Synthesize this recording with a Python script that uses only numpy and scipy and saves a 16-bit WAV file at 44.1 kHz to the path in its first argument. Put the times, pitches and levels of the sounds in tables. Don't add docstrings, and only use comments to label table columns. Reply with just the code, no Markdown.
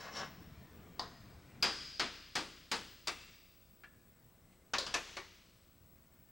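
import sys
import numpy as np
from scipy import signal
from scipy.fft import rfft, irfft
from scipy.io import wavfile
from scipy.ndimage import uniform_filter1d

SR = 44100
rng = np.random.default_rng(int(sys.argv[2]) if len(sys.argv) > 2 else 0)


def log_audio(samples):
    frames = np.atleast_2d(samples).T
    limited = np.clip(frames, -1, 1)
    pcm = np.round(limited * 32767).astype(np.int16)
    wavfile.write(sys.argv[1], SR, pcm)


def volts_from_db(level):
    exponent = np.asarray(level, float) / 20
    return 10 ** exponent


N = 278419
T = np.arange(N) / SR
ECHO = 2 ** 16
FIELD_HZ = 59.94

# (time [s], peak [dB], bench thud [dB], steel ring [dB], edge sharpness [dB])
CLEAN = [
    (1.625, -21.5, -1.7, 2, -0.64),
]
# (time [s], peak [dB], bench thud [dB], steel ring [dB], edge sharpness [dB])
BLOWS = [
    (1.995, -23, -2, -12, 0),
    (2.353, -25.5, 2, -9, 7.5),
    (2.714, -25.5, 1.5, -8, 9),
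]
# (time [s], peak [dB], bench thud [dB], steel ring [dB], edge sharpness [dB])
GLANCE = [
    (3.0715, -30, -2, 0.091, 12.5),
    (3.080, -31, -2, 0.1, 4.7),
]
# (time [s], peak [dB], bench thud [dB], handle ring [dB], edge sharpness [dB])
BOUNCES = [
    (4.7349, -24, 2.7, -8, -7.5),
    (4.940, -23.5, 1.1, -3.5, 1.5),
]


def evened(x):
    return x / np.sqrt(np.mean(x ** 2) + 1e-20)


def read(points, hz):
    f, value = np.transpose(points)
    return np.interp(np.log(hz + 1), np.log(f + 1), value)


def coloured(x, db_of):
    log_gain = np.maximum(db_of(abs(np.fft.fftfreq(4096, 1 / SR))), -100) * np.log(10) / 20
    minimum_phase = -signal.hilbert(log_gain).imag
    taps = np.fft.ifft(np.exp(log_gain + 1j * minimum_phase)).real[:2048]
    return signal.oaconvolve(x, taps)[:len(x)]


def resonate(x, hz, width):
    turn = np.exp(2j * np.pi * np.cumsum(hz * np.ones(len(x))) / SR)
    r = np.exp(-np.pi * width / SR)
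    return 2 * (turn * signal.lfilter([1 - r], [1, -r], x / turn)).real


def shop(rattle_t60, snap_db=0, direct_db=-26):
    # (centre [Hz], build-up [ms], rattle time factor [1], hall time to fall 60 dB [s],
    # hall level [dB], first crack [dB])
    bands = [(154, 14, 0.81, 1.16, -17, -17.5), (400, 21, 1.03, 0.98, -23, -2.5),
             (860, 10, 0.87, 0.64, -23.5, -3), (1770, 2, 0.99, 1.1, -21, -13.5),
             (2910, 5, 1.026, 1.356, -19, 4.5), (5040, 3.9, 0.9, 1.53, -21.5, 8),
             (8050, 2.2, 0.97, 1.06, -16, 8), (12900, 4.3, 0.31, 0.39, -11, -2.5)]
    t = T[:ECHO]
    noise = rfft(rng.standard_normal(ECHO))
    hz = np.fft.rfftfreq(ECHO, 1 / SR)
    centres = np.log([row[0] for row in bands])
    crack = volts_from_db(-60 * t / 0.025) * (1 - np.exp(-t / 0.00029))
    near, hall = 0, 0
    for k, (_, rise_ms, factor, hall_t60, hall_db, crack_db) in enumerate(bands):
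        share = np.interp(np.log(hz + 1), centres, np.arange(len(bands)) == k)
        band = irfft(noise * share)
        rise = 1 - np.exp(-1000 * t / rise_ms)
        rattle = volts_from_db(-60 * (t / (0.77 * factor * rattle_t60)) ** 1.2) * rise
        near = near + band * (rattle + volts_from_db(crack_db + snap_db) * crack)
        hall = hall + band * volts_from_db(hall_db - 60 * t / hall_t60) * rise
    size = np.linalg.norm((near + hall)[:SR // 10])
    direct = volts_from_db(direct_db) * (t == 0)
    return near / size + direct, hall / size


def knocks(rows, colour, modes, ring_db, level_db, rattle_t60, snap_db=0, carry_db=0, air_db=0):
    contact_s = .0009
    out, t = np.zeros(N + ECHO), T[:ECHO // 4]
    for s, peak_db, thud_db, steel_db, edge_db in rows:
        shelves = [(500, thud_db), (2000, 0.0153), (5000, 0.0045), (9000, edge_db)]
        click = coloured(1. * (t == 0), lambda hz: read(colour, hz) + read(shelves, hz))
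        click = click / np.linalg.norm(click)
        ring = 0
        for hz, db, t60 in modes:
            ring = ring + volts_from_db(db - 60 * t / t60) * np.sin(2 * np.pi * hz * t) / np.sqrt(t60)
        ring = volts_from_db(ring_db + steel_db) * ring / np.linalg.norm(ring)
        near, hall = shop(max(rattle_t60, .05), snap_db)
        sound = signal.fftconvolve(click + volts_from_db(-0.5 - carry_db) * ring, near)
        sound += signal.fftconvolve(click + volts_from_db(-0.5 + carry_db) * ring, hall)
        sound[:len(t)] += volts_from_db(air_db - 6.0) * ring
        sound[:len(t)] *= (1 - np.exp(-t / contact_s)) ** 2
        out[round(s * SR):][:ECHO] += volts_from_db(peak_db + level_db) * sound[:ECHO]
    return out[:N]


def screwdriver_blows():
    # (frequency [Hz], level [dB per Hz])
    blow_colour = [(59, -32.5), (100, -7.5), (322, 1), (547, -3), (910, 1), (1010, -2), (1150, 0),
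                   (2420, -5.5), (4770, -6.5), (13500, -44), (16000, -26)]
    # (frequency [Hz], level [dB], time to fall 60 dB [s])
    shank_free = [(1170, -17, .4), (1670, -11, .02), (2540, -13, .02), (3350, -12, .02), (4280, -11, .02),
                  (4660, -6, .035), (4800, 2, .12), (4915, -2, .07), (4900, -1, .016), (5060, -4, .035),
                  (6300, -20, .02)]
    # (frequency [Hz], level [dB], time to fall 60 dB [s])
    shank = [(1128, -16, .3), (1460, 0, .025), (2850, -19, 0.026), (3400, -8.5, .02), (4250, -9, .03),
             (4780, 10, 0.036), (4730, -17, .03), (4930, 21, 0.01), (6404, -28, .03)]
    # (frequency [Hz], level [dB], time to fall 60 dB [s])
    shank_loose = [(1300, -1.5, .012), (2300, -4, .012), (2700, 0.1, .012), (3650, -5, .008),
                   (4820, -2.5, .012), (5600, -8, .01), (7500, -14, .01)]
    blows = knocks(BLOWS, blow_colour, shank, ring_db=-8, level_db=28, rattle_t60=0.24)
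    blows += knocks(CLEAN, blow_colour, shank_free, ring_db=-3, level_db=29.5, rattle_t60=0.28,
                    snap_db=2.5, carry_db=3.0, air_db=7.5)
    blows += knocks(GLANCE, blow_colour, shank_loose, ring_db=-4.0, level_db=26.0, rattle_t60=0.16, snap_db=4)
    return blows


def aiming_tap():
    # (time [s], peak [dB], bench thud [dB], steel ring [dB], edge sharpness [dB])
    tap = [
        (0.9937, -28, 2.5, -2.5, -8),
    ]
    # (frequency [Hz], level [dB per Hz])
    tap_colour = [(120, -38), (200, -14), (647, -15), (696, -6), (899, -4.5), (1100, -5.5), (2420, -24.5),
                  (4860, -11), (6400, -27.5), (16000, -53)]
    # (frequency [Hz], level [dB], time to fall 60 dB [s])
    shank_held = [(726, -2, 0.028), (1060, -1, 0.014), (1200, -11, 0.0156), (1865, -5, 0.027),
                  (3970, -15, 0.018), (4410, -16, .015), (4900, -5, 0.0201), (6130, -10, .012)]
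    return knocks(tap, tap_colour, shank_held, ring_db=-3.5, level_db=25.5, rattle_t60=0.26,
                  snap_db=10.5, carry_db=6.0, air_db=3)


def dropped_hammer():
    # (frequency [Hz], level [dB per Hz])
    bounce_colour = [(59, -34), (100, -19.5), (373, -5.5), (836, -3), (1060, -2), (1680, -6), (6150, -12),
                     (9210, -30), (12100, -29.5), (14400, -44.5), (16000, -38)]
    # (frequency [Hz], level [dB], time to fall 60 dB [s])
    handle = [(590, -20, .04), (1120, 2, 0.086), (1340, -11.5, .04), (1780, 5, 0.05), (2600, 6, 0.0098),
              (3800, -15, .02)]
    # (time [s], peak [dB], bench thud [dB], steel ring [dB], edge sharpness [dB])
    clacks = [
        (4.783, -24, -1, 2.8, 1),
    ]
    # (frequency [Hz], level [dB per Hz])
    clack_colour = [(120, -64), (200, -8), (558, 5.5), (836, -8), (1100, 4), (1250, -11), (1400, -0.5),
                    (2610, -14), (4270, 1.5), (16000, -45)]
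    # (time [s], peak [dB], bench thud [dB], steel ring [dB], edge sharpness [dB])
    clink = [
        (4.8645, -30.5, 4, -5, -1),
    ]
    # (frequency [Hz], level [dB per Hz])
    clink_colour = [(880, -3.5), (1500, -3), (2460, -12), (2730, -5), (3290, -1), (4190, -16), (4690, -2),
                    (14000, -41)]
    # (frequency [Hz], level [dB], time to fall 60 dB [s])
    head = [(4150, -8, 0.0085), (4360, 2.3, .03), (4820, 4, .02), (5530, -10, .012), (6670, -4, .015),
            (8000, -27.5, .015)]
    # (time [s], peak [dB], bench thud [dB], bench ring [dB], edge sharpness [dB])
    settle = [
        (5.167, -33.5, 0.12, -0.1, 0.091),
    ]
    # (frequency [Hz], level [dB per Hz])
    settle_colour = [(120, -34), (200, -25), (387, 0.5), (448, -14), (579, -8), (821, -11), (1140, -3.5),
                     (1480, -13), (4600, -19), (16000, -56)]
    # (frequency [Hz], level [dB], time to fall 60 dB [s])
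    bench = [(375, 0, 0.06), (583, 0, 0.045), (970, 1.5, 0.04), (1990, -2, 0.022), (2220, -1, 0.02),
             (4260, -10, .02)]
    sound = knocks(BOUNCES, bounce_colour, handle, ring_db=-13.0, level_db=27.5, rattle_t60=0.17, carry_db=-7)
    sound += knocks(clacks, clack_colour, head, ring_db=-17.0, level_db=25, rattle_t60=0.27, snap_db=7, air_db=7)
    sound += knocks(clink, clink_colour, head, ring_db=-12, level_db=21.5, rattle_t60=0.24, snap_db=4.5, air_db=3)
    sound += knocks(settle, settle_colour, bench, ring_db=-3.0, level_db=23.5, rattle_t60=0.18)
    return sound


def drag():
    # (start [s], end [s], level [dB], steel squeak [dB], first squeak pitch [Hz])
    strokes = [
        (0, 0.084, -45.5, -8, 5400),
        (0.167, 0.225, -38.5, -4, 5580),
    ]
    # (frequency [Hz], level [dB per Hz])
    grit_colour = [(88, -24), (150, 1), (231, 3.5), (257, -16), (355, 3), (598, 5.5), (1340, 6),
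                   (2960, -4.5), (5560, -11), (11000, -31.5), (14300, -44), (22000, -120)]
    # (share of squeak pitch [1], width [Hz], level [dB])
    squeak_tones = [(.14, 90, -18), (.75, 400, -12), (1, 300, 13), (1.34, 300, -9)]
    grip_s, lift_s, fade_s = 0.043, 0.076, 0.16
    grip_db, start_db, lift_db, fade_db = -18.5, -4, -20, -31
    squeak_loss_db, bright_start_db, bright_end_db, settled_hz = 15, 5, -4, 5300

    t = T[:round(.45 * SR)]
    sizes = volts_from_db(1.16 * np.minimum(rng.exponential(1, len(t)), 4))
    happens = rng.random(len(t)) < 3000 / SR
    slips = sizes * happens * rng.choice([-1, 1], len(t))
    rub = evened(coloured(slips, lambda hz: read(grit_colour, hz)))
    treble = signal.lfilter(*signal.butter(2, 3000, "high", fs=SR), rub)
    dry = 0
    for start, end, level_db, squeak_db, pitch_hz in strokes:
        u = np.clip((t - start) / (end - start), 0, 1)
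        bright_db = bright_start_db + (bright_end_db - bright_start_db) * u
        grit = rub + (volts_from_db(bright_db) - 1) * treble
        hz = pitch_hz + (settled_hz - pitch_hz) * u
        squeak = evened(sum(volts_from_db(db) * evened(resonate(rub, share * hz, w)) for share, w, db in squeak_tones))
        shape_db = np.interp(t, [start - 2 * grip_s, start - grip_s, start, end, end + lift_s, end + fade_s],
                             [2 * grip_db + lift_db, grip_db, start_db, 0, lift_db, fade_db])
        steel = volts_from_db(squeak_db - squeak_loss_db * u ** 2) * squeak
        dry = dry + volts_from_db(level_db + shape_db) * (grit + steel)
    sound = np.zeros(N)
    sound[:ECHO] = signal.fftconvolve(dry, sum(shop(0.074, direct_db=1.0)))[:ECHO]
    return volts_from_db(-6.0) * sound


def small_parts():
    # (time [s], peak [dB], bench thud [dB], part ring [dB], edge sharpness [dB])
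    ticks = [
        (3.8344, -47.5, 20, -0.14, 1),
    ]
    # (frequency [Hz], level [dB per Hz])
    tick_colour = [(500, -32), (1100, -14), (1600, 0), (2400, -6), (3500, -16), (5000, -20), (9000, -38)]
    # (time [s], peak [dB], bench thud [dB], part ring [dB], edge sharpness [dB])
    brush = [
        (4.524, -58, -12, -9, -3),
    ]
    # (frequency [Hz], level [dB per Hz])
    brush_colour = [(600, -30), (1500, -8), (2500, -1), (4000, -14), (8000, -25)]
    # (frequency [Hz], level [dB], time to fall 60 dB [s])
    part = [(1450, -4, .04), (1700, 0, .06), (1730, -3, .16), (2300, -9, .025), (2700, -13, .03),
            (3150, -17, .04)]
    sound = knocks(ticks, tick_colour, part, ring_db=5.0, level_db=17.0, rattle_t60=0.13, snap_db=-5.5, air_db=3)
    sound += knocks(brush, brush_colour, part, ring_db=-6, level_db=14.5, rattle_t60=.12)
    return sound


def slow_gain_db():
    lasting_db, dip_db, recover_db_per_s, close_s = 10.5, 9, 15, 0.27
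    hard = np.sort([row[0] for row in CLEAN + BLOWS + GLANCE + BOUNCES])
    last = np.searchsorted(hard, T) - 1
    dip = np.maximum(dip_db - recover_db_per_s * (T - hard[last]), 0)
    cut_db = (last >= 0) * (lasting_db + dip)
    step = 1 / (close_s * SR)
    return -signal.lfilter([step], [1, step - 1], cut_db)


def rumble():
    # (frequency [Hz], level [dB per Hz])
    wash_colour = [(12, -41.5), (20, -13), (43, -20.5), (86, 0.5), (167, 0.5), (501, -13), (555, -18.5),
                   (681, -12), (774, -16.5), (2210, -19.5), (2380, -22.5), (7720, -35), (9000, -43),
                   (11700, -68), (19800, -120)]
    hum_hz, hum_width, hum_db = 74, 12, -10
    frames, hz = N // 256 + 5, np.fft.rfftfreq(1024, 1 / SR)
    a, b, patches = rng.standard_normal((frames, 513, 3)).T
    patches = evened(uniform_filter1d(uniform_filter1d(patches, 4, 0), 14, 1))
    z = (a + 1j * b) * volts_from_db(read(wash_colour, hz)[:, None] + 2.5 * patches)
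    wash = evened(signal.istft(z, nperseg=1024, noverlap=768)[1][:N])
    hum = evened(resonate(resonate(rng.standard_normal(N), hum_hz, hum_width), hum_hz, hum_width))
    return volts_from_db(-57.5 + slow_gain_db()) * (wash + volts_from_db(hum_db) * hum)


def electronics():
    # (frequency [Hz], level [dB per Hz])
    hiss_colour = [(12, -28), (20, 7.5), (123, 3.5), (434, -19.5), (542, -9), (738, -22.5), (1120, -15),
                   (7110, -17), (7730, -16.5), (13500, -19), (16000, -19)]
    # (multiple of field rate [1], level [dB rms])
    buzz_tones = [(1, -83), (2, -82), (3, -79), (4, -83), (5, -87), (6, -83), (7, -91), (8, -86), (9, -84),
                  (10, -93), (11, -84), (13, -94), (14, -94), (15, -93), (17, -91), (18, -94), (19, -91),
                  (21, -91), (23, -93), (25, -93)]
    hiss_db, same = -72, .85
    scan_hz, scan_db = 15734, -71
    drift_db, drift_s, drift_top_s, waver_db = 4, 3.1, 0.254, 1.8

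    noises = rng.standard_normal((N, 3)).T
    common, left, right = (evened(coloured(n, lambda hz: read(hiss_colour, hz))) for n in noises)
    hiss = volts_from_db(hiss_db) * (np.sqrt(same) * common + np.sqrt(1 - same) * np.array([left, right]))
    buzz = sum(volts_from_db(db) * np.sin(2 * np.pi * (k * FIELD_HZ * T + rng.random())) for k, db in buzz_tones)
    flutter = rng.standard_normal(N)
    skirt = 1.5 * evened(resonate(flutter, scan_hz, 60))
    skirt += 0.32 * evened(resonate(resonate(flutter, 15550, 500), 15550, 500))
    whine = evened(np.sqrt(2) * 0.52 * np.sin(2 * np.pi * scan_hz * T) + skirt)
    rates = np.geomspace(1.5, 14, 16)
    waver = evened(sum(np.sin(2 * np.pi * (f * T + rng.random())) / np.sqrt(f) for f in rates))
    drift = np.cos(2 * np.pi * (T - drift_top_s) / drift_s)
    whine = volts_from_db(scan_db + drift_db * drift + waver_db * waver) * whine
    return hiss + np.sqrt(2) * volts_from_db(-0.3) * buzz + whine


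def playback_faults(x):
    # (multiple of frame rate [1], level [dB])
    pulse_tones = [(1, 2.1), (2, 1.5), (3, -0.5), (4, -23)]
    frame_s, whistle_hz, whistle_db = 1.688, 8000, -85
    loudness = np.sqrt(signal.lfilter([1 / 3000], [1, 1 / 3000 - 1], x ** 2))
    pulse = sum(volts_from_db(db) * np.cos(np.pi * k * FIELD_HZ * (T - frame_s)) for k, db in pulse_tones)
    switch = volts_from_db(-47.5) * loudness ** 0.5 * pulse
    smear = evened(resonate(rng.standard_normal(N), whistle_hz, 60))
    tone = np.sin(2 * np.pi * whistle_hz * T) + 0.45 * smear
    whistle = volts_from_db(whistle_db + 3) * tone / (1 + (loudness / volts_from_db(-49)) ** 2)
    thump = signal.sosfilt(signal.butter(1, [30, 400], "band", fs=SR, output="sos"), abs(x))
    return switch + whistle - np.array([[.01], [.25]]) * thump


def scene():
    hammer = drag() + aiming_tap() + screwdriver_blows() + dropped_hammer()
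    return np.tile(hammer + small_parts() + rumble(), (2, 1))


def top_cut(x):
    return signal.sosfilt(signal.butter(12, 16640, fs=SR, output="sos"), x)


def record(dry):
    balance_db, ceiling = 2.25, .1
    power_db = 10 * np.log10(abs(uniform_filter1d(dry[0] ** 2, 100)) + 1e-12)
    fall = T * 127.0
    over_db = np.maximum(np.maximum.accumulate(power_db + fall) - fall + 41.5, 0)
    held = dry / volts_from_db(0.29 * uniform_filter1d(over_db, 60))
    held = ceiling * np.tanh(held / ceiling)
    edge = signal.firwin(1501, 15790, window=("kaiser", 9), fs=SR)
    steady = signal.oaconvolve(electronics(), edge[None], "same", axes=1)
    knock_edge = signal.firwin(401, 15750, window=("kaiser", 7), fs=SR)
    held = signal.oaconvolve(held, knock_edge[None], "same", axes=1)
    balance = volts_from_db(np.array([[balance_db / 2], [-balance_db / 2]]))
    return top_cut((held + steady) * balance + playback_faults(held[0]))


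dry = scene()
out = record(dry)
log_audio(out)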